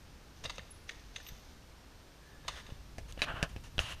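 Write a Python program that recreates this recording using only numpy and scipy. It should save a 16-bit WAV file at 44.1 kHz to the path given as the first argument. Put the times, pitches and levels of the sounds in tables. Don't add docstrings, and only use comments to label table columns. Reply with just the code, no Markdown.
import sys
import numpy as np
from scipy import signal
from scipy.fft import next_fast_len
from scipy.io import wavfile
from scipy.ndimage import map_coordinates

SR = 44100
rng = np.random.default_rng(int(sys.argv[2]) if len(sys.argv) > 2 else 0)


def digitize_waveform(pressure):
    field = np.atleast_2d(pressure).T
    bounded = np.clip(field, -1, 1)
    quanta = np.round(bounded * 32767).astype(np.int16)
    wavfile.write(sys.argv[1], SR, quanta)


N = 176400
TIME = np.arange(N) / SR


def amp(db):
    return 10 ** (np.asarray(db) / 20)


def evened(x):
    return x / np.sqrt(np.mean(x ** 2) + 1e-20)


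def as_hit(x):
    return x / np.sqrt(np.sum(x ** 2) / (.02 * SR) + 1e-20)


def value_at(points, hz):
    frequencies, values = np.transpose(points)
    return np.interp(np.log(hz + 1), np.log(frequencies + 1), values)


def level(points):
    return amp(np.interp(TIME, *np.transpose(points)))


def colour(x, points):
    size = next_fast_len(len(x) + 4096)
    hz = abs(np.fft.fftfreq(size, 1 / SR))
    log_gain = np.log(amp(value_at(points, hz)))
    response = np.exp(np.conj(signal.hilbert(log_gain)))
    return np.fft.ifft(np.fft.fft(x, size) * response).real[:len(x)]


def bass_and_treble(x, bass_db, treble_db):
    return colour(x, [(700, bass_db), (1600, 0), (3900, 0), (6000, treble_db)])


def ring(x, modes):
    t = np.arange(4096) / SR
    body = sum(amp(db) * width * np.exp(-np.pi * width * t) * np.cos(2 * np.pi * hz * t)
               for hz, width, db in modes)
    return signal.fftconvolve(x, body * 2 * np.pi / SR)[:len(x)]


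def wander(count, hz):
    at = np.arange(count) * hz / SR
    return map_coordinates(rng.standard_normal(int(at[-1]) + 4), [at], order=3, mode="nearest")


def grit(count, grain_db):
    return rng.standard_normal(count) * amp(grain_db * np.clip(wander(count, 1200), -2, 2))


def friction(levels, tone, grain_db):
    sounding = (TIME > levels[0][0]) & (TIME < levels[-1][0])
    return sounding * level(levels) * evened(colour(grit(N, grain_db), tone))


def play(source, rows):
    mix = np.zeros(N)
    for start, *settings in rows:
        sound = source(*settings)
        slot = mix[round(start * SR):][:len(sound)]
        slot += sound[:len(slot)]
    return mix


# frequency in Hz, boost or cut in dB.
HUSH_TONE = [(88, -31.5), (150, -3.5), (248, -2), (278, -3), (663, -8), (1140, -10), (1640, -11),
             (1920, -13.5), (5760, -16.5), (8000, -25), (8810, -27.5), (11100, -29.5), (15100, -35)]
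def forest_hush():
    level_db = -60 - 0.04 * wander(N, hz=7.78)
    return amp(level_db) * evened(colour(rng.standard_normal(N), HUSH_TONE))


# time in seconds, level in dB.
AIR_LEVELS = [(0.0, -55), (0.33, -57.5), (0.47, -50), (0.51, -55.5), (1.54, -56), (2.16, -59),
              (2.45, -53.5), (3.62, -46), (3.71, -53.5), (3.79, -41), (3.87, -49.5), (4.0, -47)]
# frequency in Hz, boost or cut in dB.
AIR_TONE = [(8, -11), (22, -7), (48, -1.5), (90, -9), (150, -14), (300, -35), (800, -53)]
def air_rumble():
    return level(AIR_LEVELS) * evened(colour(rng.standard_normal(N), AIR_TONE))


# multiple of the base pitch, level in dB.
WHINE_TONES = [(3, -82), (4, -82), (5, -85.5)]
def electronic_whine(base_hz=2929.7):
    return sum(amp(db) * evened(np.sin(2 * np.pi * multiple * base_hz * TIME))
               for multiple, db in WHINE_TONES)


# time in seconds, level in dB.
TYRE_LEVELS = [(.36, -64), (.425, -69), (.44, -51), (.485, -63), (.53, -64), (.575, -59), (.62, -85),
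               (.86, -81), (.888, -54.5), (.93, -63), (1.0, -65), (1.13, -71.5), (1.158, -55.5),
               (1.19, -59.5), (1.31, -62.5), (1.55, -69)]
# frequency in Hz, boost or cut in dB.
TYRE_TONE = [(200, -12), (600, 2), (1300, -7.5), (3600, 0.5), (4800, -2.5), (6400, 0.5), (7400, -16),
             (14000, -27)]
def tyre_grind():
    return friction(TYRE_LEVELS, TYRE_TONE, grain_db=5)


# start in seconds, level in dB, contact time in seconds,
# wobble in Hz.
CAMERA_THUMPS = [(0.432, -42, .002, 111), (0.45, -39, 0.0014, 136), (.59, -44, 0.00085, 173),
                 (1.322, -41, 0.0027, 110), (2.692, -38, 0.0003, 151), (2.722, -37, 0.0011, 117),
                 (2.9829, -32, 0.00064, 93), (3.176, -34, 0.00046, 80.6), (3.193, -37.5, 0.0024, 59.4),
                 (3.341, -35, 0.00084, 101), (3.428, -21.5, 0.00068, 157.4), (3.563, -29.5, 0.00063, 98),
                 (3.781, -28, 0.0019, 81), (3.801, -32.5, .002, 55)]
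def camera_thump(db, contact_s, wobble_hz):
    t = np.arange(SR // 8) / SR
    push = t / contact_s * np.exp(1 - t / contact_s)
    wobble = 0.31 * np.sin(2 * np.pi * wobble_hz * t) * np.exp(-t / .012)
    return -amp(db) * (push + wobble)


# pitch in Hz, width in Hz, level in dB.
BOARD_NOTES = [(533, 130, -10), (1010, 200, -19), (1250, 87, 3.5), (1800, 110, 1.5), (2037, 160, 5.5),
               (2730, 470, 4), (3520, 180, 5), (3440, 110, -3), (3704, 95, 4), (4617, 170, -0.5),
               (4900, 130, -27), (6050, 64, 0), (6200, 120, -5)]
# frequency in Hz, boost or cut in dB.
PLANK_TONE = [(150, -11), (330, -9), (520, 9), (1100, 4.5), (2000, 2.5), (3300, 4.5), (5000, 2.5),
              (6700, 3.5), (7500, -5.5), (8700, 1.5), (10000, -12), (14500, -14)]
# start in seconds, swell in seconds, fade in seconds, level in dB,
# bass in dB, treble in dB, pitch of the struck part in Hz, strength of its ring in dB.
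PLANK_CLACKS = [(.438, 0.0042, 0.018, -45, 10, 4.5, 5500, -8), (.449, 0.009, .005, -40, 2, -5, 3550, 3),
                (0.4949, .003, 0.0072, -41.5, -4.5, 0.5, 945, 5.5),
                (0.554, .005, 0.0055, -61, 13, 14, 5500, -5),
                (0.5802, 0.0028, .004, -46, 8.5, -0.5, 530, -3.5),
                (0.592, 0.00059, 0.0045, -51.5, 8, -27, 1820, 25),
                (.891, 0.0028, .004, -42.5, -16, -2, 1890, 22.5),
                (.906, 0.0026, 0.015, -58, 14, 5, 1950, -8), (1.1593, 0.003, .005, -43, -6, -6.5, 6240, 13),
                (1.2, 0.0015, 0.0065, -56, 0, 5, 1770, 22), (1.265, 0.00076, 0.011, -54, -18, 5, 2750, 14),
                (1.285, 0.0034, 0.0088, -52, -11, 2, 5940, 5),
                (2.449, 0.0007, 0.0028, -59.5, 16, -19, 1500, 7),
                (2.4799, 0.0028, 0.0063, -36.5, -3, -0.5, 1100, 8),
                (2.665, 0.00078, 0.0067, -57, 1, 0, 3700, 5), (2.70, 0.0027, 0.0053, -56, 16, -4, 2900, -3)]
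def plank_clack(swell_s, fade_s, db, bass_db, treble_db, part_hz, part_db):
    t = np.arange(SR // 8) / SR
    swell = np.minimum(t / swell_s, 1)
    fade = np.exp(-np.maximum(t - swell_s, 0) / fade_s)
    contacts = grit(len(t), grain_db=3) * swell * fade
    ringing = ring(contacts, BOARD_NOTES + [(part_hz, 195, part_db)])
    crack = amp(-27.5) * contacts
    clack = colour(ringing + crack, PLANK_TONE)
    return amp(db) * as_hit(bass_and_treble(clack, bass_db, treble_db))


# frequency in Hz, seconds it takes to fade by 60 dB.
ECHO_TIMES = [(200, 0.91), (1800, 0.76), (5000, .8), (10000, 0.78), (13500, 0.84)]
def forest_echo(x):
    hz, t, bands = signal.stft(grit(SR, grain_db=2), SR, nperseg=256)
    fade = amp(-60 * t / value_at(ECHO_TIMES, hz)[:, None])
    build_up = np.minimum(t / 0.011, 1)
    _, tail = signal.istft(bands * fade * build_up, SR, nperseg=256)
    return signal.fftconvolve(x, tail / np.linalg.norm(tail))[:N]


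# start in seconds, length in seconds, pitch in Hz, level in dB.
BRAKE_SQUEAKS = [(0.703, 0.025, 10920, -54.5), (0.737, 0.021, 10950, -69), (1.226, .014, 12560, -71),
                 (1.24, .03, 13200, -71), (1.262, 0.042, 13250, -57)]
def brake_squeak(length_s, hz, db):
    count = int(length_s * SR)
    pitch = hz * (1 + .008 * wander(count, hz=900))
    tone = np.sin(2 * np.pi * np.cumsum(pitch) / SR)
    return amp(db) * evened(tone * signal.windows.tukey(count, .7))


# time in seconds, level in dB.
SQUEAL_LEVELS = [(2.20, -78), (2.27, -66), (2.38, -68), (2.46, -69), (2.56, -64), (2.68, -71), (2.75, -77)]
def board_squeal(hz=1706, width_hz=120):
    narrow_peak = [(hz - 3 * width_hz, -40), (hz - width_hz / 2, -3), (hz, 0),
                   (hz + width_hz / 2, -3), (hz + 3 * width_hz, -40)]
    return friction(SQUEAL_LEVELS, narrow_peak, grain_db=-2)


# time in seconds, level in dB.
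RUSTLE_LEVELS = [(2.40, -81), (2.49, -56), (2.525, -53), (2.56, -52), (2.60, -50), (2.63, -66),
                 (2.72, -64.5), (2.85, -82)]
# frequency in Hz, boost or cut in dB.
RUSTLE_TONE = [(150, -27), (400, -9), (620, 2), (850, -5.5), (1900, 0.5), (2400, -4.5), (3600, -2),
               (4500, -10), (6200, -8), (7200, -21), (9000, -16.5), (14000, -34)]
def leaf_rustle():
    return friction(RUSTLE_LEVELS, RUSTLE_TONE, grain_db=3.5)


# pitch in Hz, width in Hz, level in dB.
CASE_NOTES = [(654, 220, -5), (1380, 170, -15), (1700, 150, -2), (3780, 890, -11.5), (4630, 480, -10.5),
              (5600, 310, -8), (8900, 740, -25)]
# frequency in Hz, boost or cut in dB.
CASE_TONE = [(170, 7.5), (380, 0.5), (1000, 0), (3000, 3.5), (4100, -1.5), (5200, -5), (7000, -6.5),
             (10000, -9), (11500, -13), (14500, -18)]
# start in seconds, level in dB, main pitch in Hz, second pitch in Hz,
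# bass in dB, treble in dB, chatter in dB compared with the hit, chatter fade in seconds.
CASE_KNOCKS = [(2.9832, -50, 2130, 634, 8.5, 7, 0, .012), (3.1245, -55, 3580, 2880, 2, 15, -10, 0.0052),
               (3.177, -57.5, 2640, 600, 6, -7, 3.5, 0.0092), (3.219, -31, 2470, 3940, -0.5, -4, -2, 0.016),
               (3.4282, -34, 2535, 1700, 7.5, 4.5, -3.5, 0.01), (3.5635, -54, 2580, 550, 4, 0, -1, 0.011),
               (3.7811, -40.5, 3150, 1490, 2, -4.5, -6, 0.0028),
               (3.7916, -31.5, 2840, 1400, -2, -6.5, -6.5, 0.0042)]
def case_knock(db, main_hz, second_hz, bass_db, treble_db, chatter_db, chatter_fade_s):
    t = np.arange(SR // 8) / SR
    notes = CASE_NOTES + [(main_hz, 500, 0), (second_hz, 200, 0)]

    def through_case(force):
        ringing = colour(ring(force, notes), CASE_TONE)
        return as_hit(bass_and_treble(ringing, bass_db, treble_db))

    tap = np.zeros(len(t))
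    tap[0] = 1
    tap[round(SR / main_hz)] = 0.44
    rise = np.minimum(t / 0.00063, 1)
    chatter = grit(len(t), grain_db=0.5) * rise * np.exp(-t / chatter_fade_s)
    return amp(db) * (through_case(tap) + amp(chatter_db) * through_case(chatter))


# frequency in Hz, boost or cut in dB.
SLIDE_TONE = [(150, -4), (400, -10.5), (620, 1.5), (780, -4.5), (980, 2), (1400, -1), (1800, 2),
              (2120, -4.5), (2800, 4), (3450, -3.5), (3950, -2.5), (5000, -12), (6450, -11), (8200, -20),
              (9500, -15.5), (14500, -33)]
# start in seconds, length in seconds, starting level in dB,
# level change by the end in dB, treble in dB, pitch of the rasp in Hz.
CASE_SCRAPES = [(3.082, 0.035, -59.5, 4.5, 6, 6340), (3.189, 0.028, -46.5, -6, 1, 1710),
                (3.22, 0.03, -36, -6.5, 0, 3850), (3.49, 0.052, -55.5, -12, 5.5, 2850),
                (3.637, 0.049, -55, -5.5, 6, 5830), (3.795, 0.041, -38, -10.5, 3.5, 6500),
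                (3.831, 0.059, -44.5, -1, 2, 2900), (3.887, 0.041, -45, 2, 4, 2950),
                (3.924, 0.029, -44.5, -10, 4, 3000), (3.954, .06, -59.5, -4, -7, 2770)]
def case_scrape(length_s, db, change_db, treble_db, rasp_hz):
    t = np.arange(0, length_s, 1 / SR)
    soft_edges = np.clip(np.minimum(t, length_s - t) / 0.002, 0, 1)
    slide = colour(grit(len(t), grain_db=0.5), SLIDE_TONE)
    slide = bass_and_treble(slide, 0, treble_db)
    rasp = ring(slide, [(rasp_hz, 480, -3.5)])
    return amp(db + change_db * t / length_s) * soft_edges * evened(slide + rasp)


# time in seconds, level in dB.
RUB_LEVELS = [(3.25, -63), (3.265, -47), (3.288, -37.5), (3.315, -43), (3.342, -49.5), (3.37, -41.5),
              (3.42, -48), (3.445, -42), (3.475, -57.5), (3.495, -67)]
# frequency in Hz, boost or cut in dB.
RUB_TONE = [(120, -4), (350, -10), (650, -2.5), (1000, -5.5), (1600, -0.5), (2150, -15), (2900, -6.5),
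            (3600, -18.5), (5000, -32), (9000, -38), (15000, -55)]
def case_rub():
    return friction(RUB_LEVELS, RUB_TONE, grain_db=1.5)


def scene():
    clacks = play(plank_clack, PLANK_CLACKS)
    squeaks = play(brake_squeak, BRAKE_SQUEAKS)
    ride = clacks + squeaks + board_squeal() + leaf_rustle() + tyre_grind()
    echo = forest_echo(amp(-11.5) * clacks + amp(-12.5) * squeaks)
    bumps = play(camera_thump, CAMERA_THUMPS) + play(case_knock, CASE_KNOCKS)
    rubs = play(case_scrape, CASE_SCRAPES) + case_rub()
    background = forest_hush() + air_rumble() + electronic_whine()
    return (ride + echo + bumps + rubs + background)[None]


def record(dry):
    low_pass = signal.firwin(511, 15200, window=("kaiser", 9), fs=SR)
    return signal.oaconvolve(dry, low_pass[None], "same")


dry = scene()
out = record(dry)
digitize_waveform(out)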